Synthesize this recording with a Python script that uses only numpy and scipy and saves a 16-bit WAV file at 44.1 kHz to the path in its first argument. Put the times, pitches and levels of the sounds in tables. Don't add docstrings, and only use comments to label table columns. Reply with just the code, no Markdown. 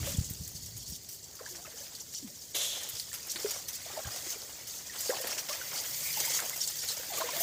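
import sys
import numpy as np
from scipy import signal
from scipy.fft import rfft, irfft, next_fast_len
from scipy.io import wavfile
from scipy.ndimage import uniform_filter1d

SR = 44100
rng = np.random.default_rng(int(sys.argv[2]) if len(sys.argv) > 2 else 0)


def bounce(signal):
    frames = np.transpose(np.atleast_2d(signal))
    limited = np.clip(frames, -1, 1)
    pcm = np.round(limited * 32767).astype(np.int16)
    wavfile.write(sys.argv[1], SR, pcm)


N = 327222
TIME = np.arange(N) / SR
STILL_AIR_DB = -55.5
CUTOFF_HZ = 15520
SLOSH_RISE_SHARE, SLOSH_T60_S = 0.1, 0.8
BRUSH_T60_S = 0.071

# frequency in Hz, relative density in dB per Hz.
STILL_AIR_SPECTRUM = [(25, -8), (40, -8), (70, 8), (130, 7), (250, 5.5), (450, 4), (800, -6), (1400, -19),
                      (2100, -7), (2600, -25), (4150, -25), (4450, -5), (7000, 3), (11000, -29),
                      (15000, -3.5)]
GUST_SPECTRUM = [(25, -1.5), (50, -8), (85, -1.5), (140, -3.5), (220, -15), (400, -22), (1000, -49)]
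CHURN_SPECTRUM = [(50, -32), (130, -11.5), (260, -7.5), (370, -5.5), (600, 0), (1000, -6), (1600, -8)]
SPATTER_SPECTRUM = [(500, -10), (1200, -11.5), (1650, -5.5), (2100, -4), (2600, -6.5), (3400, -4.5),
                    (4500, -8.5), (7000, 5)]
SPLAT_SPECTRUM = [(200, 4), (550, 9.5), (1300, -6.5), (3200, 7.5), (7000, -34), (15000, 5)]
SPRAY_SPECTRUM = [(300, -36), (560, 0.5), (800, -14), (1400, -12), (2400, -7), (3400, -10), (4900, -4.5),
                  (7000, 0.5), (8900, -4.5), (11300, -6.5), (12400, -7), (15000, -5.5)]
MESH_SPECTRUM = [(5000, -34), (8500, -12.5), (10800, -14), (12500, -9), (14500, -5.5), (15600, -6)]
LEAF_SPECTRUM = [(1500, -52.5), (3000, -8.5), (4100, -4.5), (4450, -1), (5600, 0.5), (6700, 3), (7600, 0.5),
                 (9000, -6), (11000, -12), (15500, -20)]
# time in seconds,
# strength in dB before flutter.
WIND_STRENGTH = [(0, -38.5), (0.45, -53), (0.92, -53), (1.17, -64), (2.0, -63.5), (7.42, -63)]
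# start in seconds, level in dB, starting pitch in Hz, T60 in seconds.
WIND_BUMPS = [(0.03, -30.5, 124, 0.11), (0.146, -28, 157, 0.025), (0.183, -16, 94, 0.038),
              (0.209, -25.5, 138, 0.032), (0.307, -27.5, 115, 0.019), (0.254, -39, 75, 0.093),
              (0.398, -35, 80, 0.15), (0.409, -34.5, 160, 0.069), (0.465, -42, 99, 0.11),
              (0.549, -43.5, 144, 0.13), (0.626, -47, 85, 0.16), (0.749, -40, 108, 0.093),
              (0.89, -40, 65, .13), (0.921, -36.5, 165, 0.036), (2.935, -43.5, 106, .06),
              (4.052, -34.5, 79, 0.039), (4.068, -34.5, 109, 0.093)]
# start in seconds, bubbling in dB and spatter in dB
# (both before the mix inside slosh), hold in seconds.
WATER_PUSHES = [(0.0, -52.5, -45.5, 0.014), (1.26, -63.5, -70, 0.035), (1.375, -61.5, -63, 0.21),
                (1.64, -64, -59, 0.26), (2.712, -56, -50, 0.13), (3.123, -62.5, -55.5, 0.27),
                (3.378, -52.5, -49, 0.15), (3.675, -72, -54, 0.14), (3.84, -54, -50, 0.3),
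                (4.246, -58.5, -56, 0.2), (4.51, -63.5, -55, 0.49), (4.896, -59, -50, 0.18),
                (5.077, -47, -45.5, 0.21), (5.482, -48.5, -42, 0.02), (5.697, -50.5, -46.5, 0.081),
                (6.144, -51, -49, 0.31), (6.81, -57, -50.5, 0.27), (7.116, -50, -43.5, 0.24)]
# start in seconds, level in dB, starting pitch in Hz, T60 in seconds,
# rise in octaves per second.
LARGE_BUBBLES = [(0.071, -34.5, 562, 0.081, -1), (0.147, -38, 3360, 0.022, 3), (0.822, -49, 3280, 0.06, 1),
                 (1.400, -48, 1055, 0.044, -2), (1.408, -39.5, 416, 0.064, 50),
                 (1.461, -38, 1620, 0.022, 16), (1.508, -47, 376, 0.3, -2.5), (1.585, -50, 673, .15, 3.5),
                 (1.649, -44, 1280, 0.054, -1), (1.655, -45, 2610, 0.025, 6), (1.676, -49, 595, 0.08, 6),
                 (1.739, -47.5, 473, 0.054, -1), (1.783, -47, 3020, .04, 7), (1.807, -48.5, 540, .07, 7.5),
                 (1.813, -52, 1650, .05, 6), (2.226, -44, 290, 0.1, -5.5), (2.243, -38.5, 250, 0.16, -14.5),
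                 (3.116, -42.5, 1800, .03, -4), (3.357, -40, 325, 0.053, 7), (3.446, -25, 420, 0.094, -0.5),
                 (3.861, -40.5, 640, 0.058, 8), (3.897, -44.5, 760, .11, 8), (3.901, -47, 1220, 0.055, -2),
                 (3.935, -45.5, 402, .06, -3), (3.974, -30.5, 633, 0.082, 0.5),
                 (3.967, -38.5, 900, 0.073, -4), (3.990, -33, 606, 0.021, 22),
                 (4.046, -40.5, 1640, 0.053, -4), (4.075, -43, 810, .055, 4), (4.16, -43.5, 700, 0.061, 9),
                 (4.266, -41, 385, 0.053, -10), (4.359, -42, 430, 0.052, 7),
                 (4.895, -41.5, 1950, 0.064, -8), (5.094, -22, 460, 0.069, 20),
                 (5.201, -39.5, 520, 0.14, -1), (5.270, -36, 1700, 0.03, 10), (5.496, -39, 578, 0.12, 1.5),
                 (5.506, -37.5, 1080, 0.094, 10), (5.613, -34, 1505, 0.032, -2),
                 (6.173, -35, 880, 0.057, -3), (6.247, -32.5, 2110, 0.032, 6), (6.277, -37, 900, .06, 3),
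                 (6.531, -36.5, 2085, 0.064, -1), (6.996, -37.5, 516, 0.037, 0), (7.102, -40, 837, .07, -5),
                 (7.119, -37.5, 714, 0.093, -2.5), (7.178, -35, 1135, 0.052, 5), (7.203, -31, 646, 0.15, 0),
                 (7.218, -29.5, 1010, .035, 12), (7.239, -34, 492, 0.13, -1),
                 (7.288, -31.5, 1000, 0.026, -3), (7.333, -40, 578, 0.2, 2.5),
                 (7.363, -36, 677, 0.14, -0.5), (7.406, -29.5, 630, 0.059, 17)]
# start in seconds, peak in dB, pitch in Hz,
# width in Hz of each of two resonances, T60 in seconds of the drops.
WET_SLAPS = [(1.389, -43, 1240, 900, .1), (1.547, -41, 1580, 1800, 0.095), (1.664, -40.5, 1700, 1600, .045),
             (1.864, -38, 2320, 2800, 0.024), (3.356, -31, 1700, 5000, 0.077), (3.996, -37, 900, 900, .06),
             (5.1, -28.5, 1750, 500, 0.046), (5.12, -32, 770, 400, 0.16), (5.325, -32, 2400, 900, 0.052),
             (5.381, -29, 2290, 1600, .03), (6.387, -27.5, 1520, 1400, 0.11),
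             (6.42, -33.5, 790, 900, 0.037), (6.456, -37.5, 1670, 1100, 0.037),
             (7.208, -29.5, 1150, 600, .08)]
# start in seconds, hiss in dB, swell in seconds, hold in seconds,
# hiss T60 in seconds, opening splat in dB, resonance in dB relative to the hiss.
SPRAY_BURSTS = [(0.033, -39, 0.033, 0.059, 0.14, -35.5, -11.5),
                (2.542, -35.5, 0.0088, 0.086, 0.7, -37.5, 0.5), (7.169, -56, 0.0069, .03, .2, -37.5, -20)]
# pitch in Hz, width in Hz, relative level in dB.
SPRAY_RESONANCES = [(3370, 780, 2.5), (4030, 530, -5), (6450, 2100, 0.5), (11000, 1500, -9)]
# middle in seconds, fizz in dB, length in seconds,
# dripping in dB before the mix.
NET_DRAGS = [(0.908, -48, 0.035, -70), (1.136, -50, 0.04, -70), (4.297, -53, 0.076, -52),
             (5.665, -50, 0.31, -55), (6.14, -41.5, 0.34, -61), (6.85, -48, 1, -52),
             (7.42, -38, 0.078, -43.5)]
# time in seconds, effort in dB.
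WADING_EFFORT = [(0, -42.5), (0.4, -47.5), (1.0, -51), (1.26, -52), (1.5, -49.5), (2.5, -49.5), (2.85, -45),
                 (3.2, -46), (3.5, -42.5), (3.65, -47), (4.2, -42), (4.45, -46), (4.9, -47.5), (5.02, -38),
                 (5.45, -44.5), (6.25, -35.5), (6.45, -41), (6.95, -40), (7.03, -42.5), (7.2, -41.5),
                 (7.42, -38.5)]
# middle in seconds, level in dB, length in seconds, mean pitch in Hz.
STALK_RASPS = [(0.752, -59.5, 0.56, 4540), (2.744, -41, 0.036, 3470), (3.8, -59, 0.1, 2040),
               (6.089, -43, 0.043, 2300), (6.167, -42.5, 0.026, 2800), (6.229, -48, 0.25, 2120),
               (6.281, -46.5, 0.1, 3070)]
# start in seconds, level in dB
# before the mix, rise in seconds, hold in seconds, pitch in Hz, wet fizz in dB relative to the level.
LEAF_BRUSHES = [(0.237, -44.5, .008, 0.021, 6700, -24), (0.432, -50, 0.0063, 0.015, 6000, -4),
                (0.546, -43.5, 0.0089, 0.012, 6400, -16), (0.615, -49.5, .01, .04, 6700, -19),
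                (0.782, -50, 0.0092, 0.036, 5730, -19), (0.856, -47, 0.0088, 0.099, 5560, -16),
                (1.116, -49, .01, 0.029, 8200, -8), (1.225, -50.5, .005, 0.012, 5600, -26),
                (1.454, -44, 0.0041, 0.0056, 6100, -14), (1.487, -47.5, 0.0036, 0.034, 6900, -8),
                (1.552, -45, 0.005, 0.012, 5700, -24), (1.76, -49.5, 0.0088, 0.086, 6040, -9),
                (1.946, -44, 0.006, 0.01, 4460, -18), (1.983, -45, 0.016, 0.011, 5900, -24),
                (2.106, -40, 0.057, 0.021, 5800, -29), (2.411, -49, 0.0092, 0.012, 4970, -11),
                (2.945, -43, .006, 0.043, 5600, -16), (2.998, -40, .002, 0.002, 4560, -9),
                (3.295, -35.5, .003, 0.024, 5600, -12), (3.397, -47, .003, 0.04, 5030, -8),
                (3.467, -44.5, .005, 0.12, 5600, -15), (3.727, -41, .004, 0.028, 5100, -9),
                (4.13, -47, .005, 0.037, 6540, -18), (4.249, -39, 0.054, 0.026, 6300, -13),
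                (4.682, -46.5, .02, 0.09, 6250, -9), (4.86, -41, 0.0054, 0.009, 6000, -22),
                (5.028, -44, 0.018, .06, 6550, -13), (5.27, -42.5, .02, 0.066, 5500, -13),
                (5.376, -36.5, .006, 0.014, 5700, -11), (5.485, -40, .006, 0.044, 5500, -9),
                (5.746, -36, 0.032, 0.018, 4830, -27), (6.197, -36, .003, 0.012, 6300, -14),
                (6.282, -36.5, 0.018, .02, 6360, -22), (6.331, -32, .008, 0.037, 6650, -18),
                (6.448, -41, .006, 0.015, 6560, -22), (6.602, -32, 0.0039, 0.032, 5500, -25),
                (6.673, -36, 0.0036, 0.012, 7750, -18), (6.788, -39.5, .005, 0.037, 5540, -34),
                (6.87, -30.5, 0.03, 0.0047, 4040, -28), (7.133, -41.5, .004, 0.07, 4070, -8),
                (7.4, -36, .005, .02, 6200, 1)]
# start in seconds, peak in dB, pitch in Hz, treble share in dB and
# squelch share in dB (both before a common trim), T60 in seconds.
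STEM_SNAPS = [(0.17, -25, 7430, -18, -32, 0.059), (0.199, -32, 6740, -22, -28, 0.028),
              (0.298, -26, 14500, -12, -23, 0.11), (0.336, -26, 7700, -9, -26, .008),
              (0.476, -27, 7300, -4, -31, 0.076), (0.66, -28.5, 5740, -8, -33, 0.071),
              (0.765, -28.5, 6800, -12, -36, 0.073), (0.776, -26.5, 6900, 0, -28, .045),
              (0.828, -32, 7000, 2, -26, .065), (0.96, -28.5, 6240, -5, -33, .025),
              (1.087, -28.5, 5870, -8, -38, 0.11), (1.353, -33, 6440, -7, -29, .04),
              (2.137, -30, 5990, -9, -15, 0.055), (2.275, -31.5, 6500, -2, -4, 0.054),
              (2.553, -27, 6500, -3, -4, 0.012), (2.566, -18, 7000, -6, -6, 0.0099),
              (2.831, -24.5, 6700, -12, -29.5, .065), (2.888, -22, 14600, -6, -29, 0.066),
              (2.896, -25, 6760, 2, -26.5, .035), (2.998, -23, 4580, -22, -30, 0.021),
              (3.129, -24.5, 7600, -12, -13, .035), (3.138, -23.5, 6600, -1, -7, 0.099),
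              (3.27, -27, 13900, -4, -18, 0.041), (3.359, -25, 4500, -29, -10, 0.077),
              (3.398, -29.5, 5200, -19, -14, 0.048), (3.495, -26, 5480, -14, -22, .045),
              (3.507, -19, 6800, -9, -18, 0.052), (3.683, -21, 6160, -8, -19, 0.1),
              (4.161, -23.5, 6500, -12, -14, 0.027), (4.672, -28.5, 6450, -9, -32, 0.12),
              (5.005, -19.5, 7610, -3, -27, 0.072), (5.212, -21, 6900, 0, -15, .055),
              (5.271, -20.5, 4670, -2, -8, 0.076), (5.383, -27, 5800, -13, -4, 0.11),
              (5.492, -28, 5290, -11.5, 4, 0.082), (5.776, -27, 4950, -16, -28, 0.026),
              (6.064, -23, 13700, -12, -13, .05), (6.202, -17.5, 6400, -17, -21, .035),
              (6.383, -17, 6660, -21, -28, 0.0082), (6.402, -18, 6960, -14, -18, .012),
              (6.496, -17.5, 6820, -6, -31, 0.011), (6.562, -23.5, 6800, -1.5, -30, 0.089),
              (6.675, -20, 7250, -6, -24, .025), (6.887, -20, 6450, -8, -19, 0.021),
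              (7.184, -21, 7060, -3, -18, .03), (7.364, -20, 6700, -4, -19, .05)]


def from_db(db):
    return 10 ** (np.asarray(db) / 20)


def rms_one(x):
    return x / np.sqrt(np.mean(x ** 2) + 1e-20)


def add(out, s, sound):
    start = int(np.clip(round(s * SR), 0, N - 1))
    out[start:start + len(sound)] += sound[:N - start]


def colour(x, spectrum):
    size = 2 * next_fast_len(N // 2 + 4096)
    hz, db = np.transpose(spectrum)
    bins_hz = np.arange(size // 2 + 1) * SR / size
    log_gain = np.log(from_db(np.interp(np.log(bins_hz + 1), np.log(hz), db)))
    cepstrum = irfft(log_gain)[:size // 2]
    response = np.exp(rfft(2 * cepstrum, size) - cepstrum[0])
    return rms_one(irfft(rfft(x, size) * response)[:N])


def resonate(x, hz, width_hz):
    r = np.exp(-np.pi * width_hz / SR)
    zeros = np.array([1, 0, -1]) * (1 - r * r) / 2
    poles = [1, -2 * r * np.cos(2 * np.pi * hz / SR), r * r]
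    return signal.lfilter(zeros, poles, x + 1e-18)


def wavering(x, hz, width_hz, bend, flutter_db, per_s=45, count=600):
    t, r = TIME[:len(x)], np.exp(-np.pi * width_hz / SR)
    walks = np.clip(rng.standard_normal((2, count)), -2, 2)
    pitch, strength = (np.interp(t * per_s, np.arange(count), walk) for walk in walks)
    driven = x * rng.standard_normal((2, len(x))) + 1e-18
    sine, cosine = signal.lfilter([1], [1, -2 * r, r * r], driven)
    phase = 2 * np.pi * np.cumsum(hz * (1 + bend * pitch)) / SR
    return rms_one(from_db(flutter_db * strength) * (sine * np.sin(phase) + cosine * np.cos(phase)))


def even(x):
    power = np.abs(uniform_filter1d(x * x, SR // 10))
    return x / np.sqrt(power + 1e-4 * np.mean(x * x))


def clumps(per_s=45, fall_s=0.084):
    tugs = (rng.random(N) < per_s / SR) * rng.uniform(0.13, 1, N)
    strain = signal.lfilter([1], [1, -np.exp(-1 / (fall_s * SR))], tugs)
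    return rms_one(strain - strain.mean())


def grains(per_s, size_db, clump_db, patch_db, low_hz, high_hz, sharpness, count=32):
    spread = size_db * np.minimum(rng.exponential(1, N), 4)
    sizes = from_db(spread + clump_db * np.minimum(clumps(), 3)) * rng.choice([-1, 1], N)
    clicks = sizes * (rng.random(N) < per_s / SR)
    dealt = rng.integers(0, count, N)
    out = np.zeros(N)
    for k, hz in enumerate(np.geomspace(low_hz, min(high_hz, .45 * SR), count)):
        mine = np.flatnonzero((dealt == k) & (clicks != 0))
        moment = mine * 50 // SR
        patches = patch_db * np.clip(rng.standard_normal(512), -2, 2)
        struck = np.zeros(N)
        struck[mine] = clicks[mine] * from_db(patches[moment])
        out += resonate(struck, hz, hz / sharpness)
    return out


def bubble(hz, swell_s, t60, rise):
    t = TIME[:int((swell_s + t60) * SR) + 2]
    shape = np.minimum(t / swell_s, 1) ** .5 * from_db(-60 * np.maximum(t - swell_s, 0) / t60)
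    glide_hz = np.minimum(hz * 2 ** (rise * t), SR / 4)
    return shape * np.sin(2 * np.pi * np.cumsum(glide_hz) / SR)


def swarm(per_s, low_hz, high_hz, size_db, cycles, rise, count=4000):
    out = np.zeros(N)
    births = np.cumsum(rng.exponential(1 / per_s, count))
    places = rng.random(count)
    sizes, glides = rng.standard_normal((2, count))
    for s, place, size, glide in zip(births, places, sizes, glides):
        hz = low_hz * (high_hz / low_hz) ** (place ** 1.284)
        if s < TIME[-1]:
            gain = from_db(size_db * min(size, 2) - place)
            add(out, s, gain * bubble(hz, 1 / hz, cycles / hz, rise * (1 + glide)))
    return even(out)


def bell(t, length):
    return 2 ** (-2 * np.minimum((t / length) ** 2, 20))


def hold_and_fall(t, rise, hold, t60):
    return np.minimum(t / rise, 1) * from_db(-60 * np.maximum(t - rise - hold, 0) / t60)


def effort():
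    return from_db(np.interp(TIME, *np.transpose(WADING_EFFORT)))


def dragging():
    return sum(np.outer(from_db([fizz_db, drip_db]), bell(TIME - s, length))
               for s, fizz_db, length, drip_db in NET_DRAGS)


def stirring(wading_db=-22, drip_db=-14):
    power = np.outer(from_db([wading_db, drip_db]), effort()) ** 2
    power[1] += dragging()[1] ** 2
    for s, bubbling_db, spatter_db, hold in WATER_PUSHES:
        near = (TIME >= s) & (TIME < s + hold + SLOSH_T60_S)
        shape = hold_and_fall(TIME[near] - s, SLOSH_RISE_SHARE * hold, hold, SLOSH_T60_S)
        power[:, near] += np.outer(from_db([bubbling_db, spatter_db]), shape) ** 2
    return np.sqrt(power)


def still_air():
    return from_db(STILL_AIR_DB) * colour(rng.standard_normal(N), STILL_AIR_SPECTRUM)


def wind(flutter_db=0.5):
    flutter = flutter_db * np.minimum(clumps(per_s=24, fall_s=0.012), 3)
    strength = from_db(np.interp(TIME, *np.transpose(WIND_STRENGTH)) + flutter)
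    out = strength * colour(rng.standard_normal(N), GUST_SPECTRUM)
    for s, db, hz, t60 in WIND_BUMPS:
        add(out, s, from_db(db) * bubble(hz, 0.0032, t60, 2.0))
    return out


def slosh():
    bubbling, spatter = stirring()
    lap = from_db(1.64 * np.minimum(clumps(per_s=67, fall_s=0.009), 3))
    gurgle = swarm(per_s=260, low_hz=481.0, high_hz=1800, size_db=2.5, cycles=28.0, rise=5.5)
    churn_grains = grains(per_s=4000, size_db=4.0, clump_db=7.5, patch_db=4.0,
                          low_hz=233.0, high_hz=1750, sharpness=5.2)
    churn = even(lap * colour(churn_grains, CHURN_SPECTRUM))
    drop_grains = grains(per_s=5000, size_db=2.0, clump_db=3.0, patch_db=3.0,
                         low_hz=900, high_hz=5023, sharpness=40.0)
    drops = even(lap * colour(drop_grains, SPATTER_SPECTRUM))
    tinkle = swarm(per_s=150, low_hz=1800, high_hz=3590, size_db=8.5, cycles=170, rise=1.68)
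    body = from_db(-3.5) * gurgle + from_db(0.5) * churn
    surface = from_db(-1.5) * drops + from_db(-10.0) * tinkle
    return bubbling * body + spatter * surface


def plops(swell_s=0.0029, shed_db=-12, shed_s=0.031, clean_rise=2.7,
          froth_db=-14, froth_t60=0.13, froth_width=0.38, count=3):
    out, t = np.zeros(N), TIME[:SR // 5]
    for s, db, hz, t60, rise in LARGE_BUBBLES:
        add(out, s, from_db(db) * bubble(hz, swell_s, max(t60, .005), rise))
        width_hz = froth_width * hz
        froth = resonate(resonate(rng.standard_normal(len(t)), hz, width_hz), hz, width_hz)
        fade = np.minimum(t / swell_s, 1) * from_db(db + froth_db - 60 * t / froth_t60)
        add(out, s, fade * rms_one(froth))
        unrest = abs(rise) / np.hypot(rise, clean_rise)
        for late, smaller, softer in rng.random((count, 3)):
            gain = unrest * from_db(db + shed_db - 16 * softer)
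            add(out, s + shed_s * (0.221 + 2 * late), gain * bubble(hz * (1.6 + 0.76 * smaller), 0.0017, 0.055, 6.3))
    return out


def slaps(drops_per_s=5000, rise_s=0.0021):
    out, t = np.zeros(N), TIME[:SR // 5]
    for s, db, hz, width_hz, t60 in WET_SLAPS:
        drops = rng.standard_normal(len(t)) * (rng.random(len(t)) < drops_per_s / SR)
        splash = drops * np.minimum(t / rise_s, 1) * from_db(-60 * t / t60)
        burst = resonate(resonate(splash, hz, width_hz), hz, width_hz)
        add(out, s, from_db(db) * burst / np.abs(burst).max())
    return out


def sprays(splat_t60=0.27, ring_lasts=1.73):
    mist = grains(per_s=9000, size_db=1.0, clump_db=-1.0, patch_db=1.5,
                  low_hz=392, high_hz=14400, sharpness=9.3)
    hiss = even(colour(mist, SPRAY_SPECTRUM))
    rings = [from_db(db) * wavering(np.ones(N), hz, width_hz, bend=.012, flutter_db=-1.5)
             for hz, width_hz, db in SPRAY_RESONANCES]
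    ringing = rms_one(sum(rings))
    drops = grains(per_s=4000, size_db=3.5, clump_db=1, patch_db=2, low_hz=300, high_hz=15000, sharpness=3)
    splat = even(colour(drops, SPLAT_SPECTRUM))
    out = np.zeros(N)
    for s, db, swell_s, hold, t60, splat_db, ring_db in SPRAY_BURSTS:
        t = np.maximum(TIME - s, 0)
        fall_db = 60 * np.maximum(t - swell_s - hold, 0) / t60
        jet = from_db(db - fall_db) * hiss + from_db(db + ring_db - fall_db / ring_lasts) * ringing
        opening = from_db(splat_db - 60 * t / splat_t60) * splat
        out += np.minimum(t / swell_s, 1) * (jet + opening)
    return out


def draining(level_db=-3):
    drips = swarm(per_s=660, low_hz=1910, high_hz=3200, size_db=3.0, cycles=55, rise=1.1)
    return from_db(level_db) * dragging()[1] * drips


def net_rumble(level_db=-20, hz=138, width_hz=45):
    rumble = resonate(resonate(rng.standard_normal(N), hz, width_hz), hz, width_hz)
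    return from_db(level_db) * dragging()[0] * rms_one(rumble)


def rasps(slips_per_s=2500, ring_width_hz=420):
    out, t = np.zeros(N), TIME[:SR] - .5
    for s, db, length, hz in STALK_RASPS:
        slips = rng.random(len(t)) < slips_per_s / SR
        ringing = wavering(slips, hz, ring_width_hz, bend=0.025, flutter_db=3.5)
        add(out, s + t[0], from_db(db) * bell(t, length) * ringing)
    return out


def mesh_fizz():
    films = grains(per_s=9100, size_db=2.0, clump_db=-2.5, patch_db=2.5,
                   low_hz=7350, high_hz=15780, sharpness=61)
    return even(colour(films, MESH_SPECTRUM))


def leaf_scrape(beads_db=-9):
    clicks = grains(per_s=9000, size_db=-1.0, clump_db=-0.5, patch_db=2.0,
                    low_hz=2585, high_hz=11460, sharpness=40)
    beads = swarm(per_s=130, low_hz=4400, high_hz=8000, size_db=7, cycles=280, rise=.8)
    return rms_one(even(colour(clicks, LEAF_SPECTRUM)) + from_db(beads_db) * beads)


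def weeds(scrape, mesh, leaf_db=-1, mesh_db=-6.0, tug_db=1.0):
    tug = from_db(tug_db * np.minimum(clumps(per_s=10, fall_s=0.014), 3))
    fizz_gain = np.hypot(from_db(mesh_db) * effort(), dragging()[0])
    return from_db(leaf_db) * effort() * even(tug * scrape) + fizz_gain * even(tug * mesh)


def brushes(scrape, mesh, scrape_db=-5.5, ring_db=-4, ring_width_hz=300, slip_db=1.5):
    jerks = from_db(slip_db * np.minimum(clumps(per_s=92, fall_s=0.0015), 3))
    out = np.zeros(N)
    for s, db, rise, hold, hz, fizz_db in LEAF_BRUSHES:
        near = (TIME >= s) & (TIME < s + rise + hold + BRUSH_T60_S)
        shape = from_db(db) * hold_and_fall(TIME[near] - s, rise, hold, BRUSH_T60_S)
        ringing = resonate(scrape[::-1][near], hz, ring_width_hz)
        sliding = from_db(scrape_db) * rms_one(scrape[near]) + from_db(ring_db) * rms_one(ringing)
        out[near] += shape * rms_one(jerks[near]) * (sliding + from_db(fizz_db) * mesh[near])
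    return out


def ticks(per_s=30, size_db=4.5, level_db=7.5, ring_width_hz=1500, treble_db=-15, count=400):
    out, t = np.zeros(N), TIME[:SR // 40]
    starts = np.cumsum(rng.exponential(1 / per_s, count))
    for s, place, size in zip(starts, rng.random(count), rng.standard_normal(count)):
        flick = rng.standard_normal(len(t)) ** 3 * from_db(-60 * t / 0.028)
        treble = from_db(treble_db + 10 * place) * resonate(flick, .33 * SR, 4000)
        tick = resonate(flick, 4600 + 3400 * place, ring_width_hz) + treble
        if s < TIME[-1]:
            add(out, s, from_db(level_db + size_db * min(size, 1.5)) * tick / np.abs(tick).max())
    return effort() * out


def snaps(fibres_per_s=7000, ring_width_hz=380, give_share=0.062, body_db=-10, wet_db=2, treble_db=-1):
    out, t = np.zeros(N), TIME[:SR // 5]
    for s, db, hz, treble_share_db, squelch_db, t60 in STEM_SNAPS:
        cracks = rng.standard_normal(len(t)) * (rng.random(len(t)) < fibres_per_s / SR)
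        cracks = cracks * from_db(-60 * np.maximum(t - give_share * t60, 0) / t60)
        body = from_db(body_db) * resonate(cracks, 8200, 1800)
        treble = from_db(treble_share_db + treble_db) * resonate(cracks, 13400, 7400)
        squelch = from_db(squelch_db + wet_db) * resonate(cracks, 1560, 2000)
        burst = resonate(cracks, hz, ring_width_hz) + body + treble - squelch
        add(out, s, from_db(db) * burst / np.abs(burst).max())
    return out


def scene():
    background = still_air() + wind()
    water = slosh() + plops() + slaps() + sprays() + draining()
    scrape, mesh = leaf_scrape(), mesh_fizz()
    plants = rasps() + weeds(scrape, mesh) + brushes(scrape, mesh) + ticks() + snaps()
    mono = background + water + net_rumble() + plants
    return np.array([mono, mono])


def record(dry):
    thin = signal.sosfilt(signal.butter(4, 45, "high", fs=SR, output="sos"), dry)
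    return signal.sosfilt(signal.ellip(12, .2, 80, CUTOFF_HZ, fs=SR, output="sos"), thin)


dry = scene()
out = record(dry)
bounce(out)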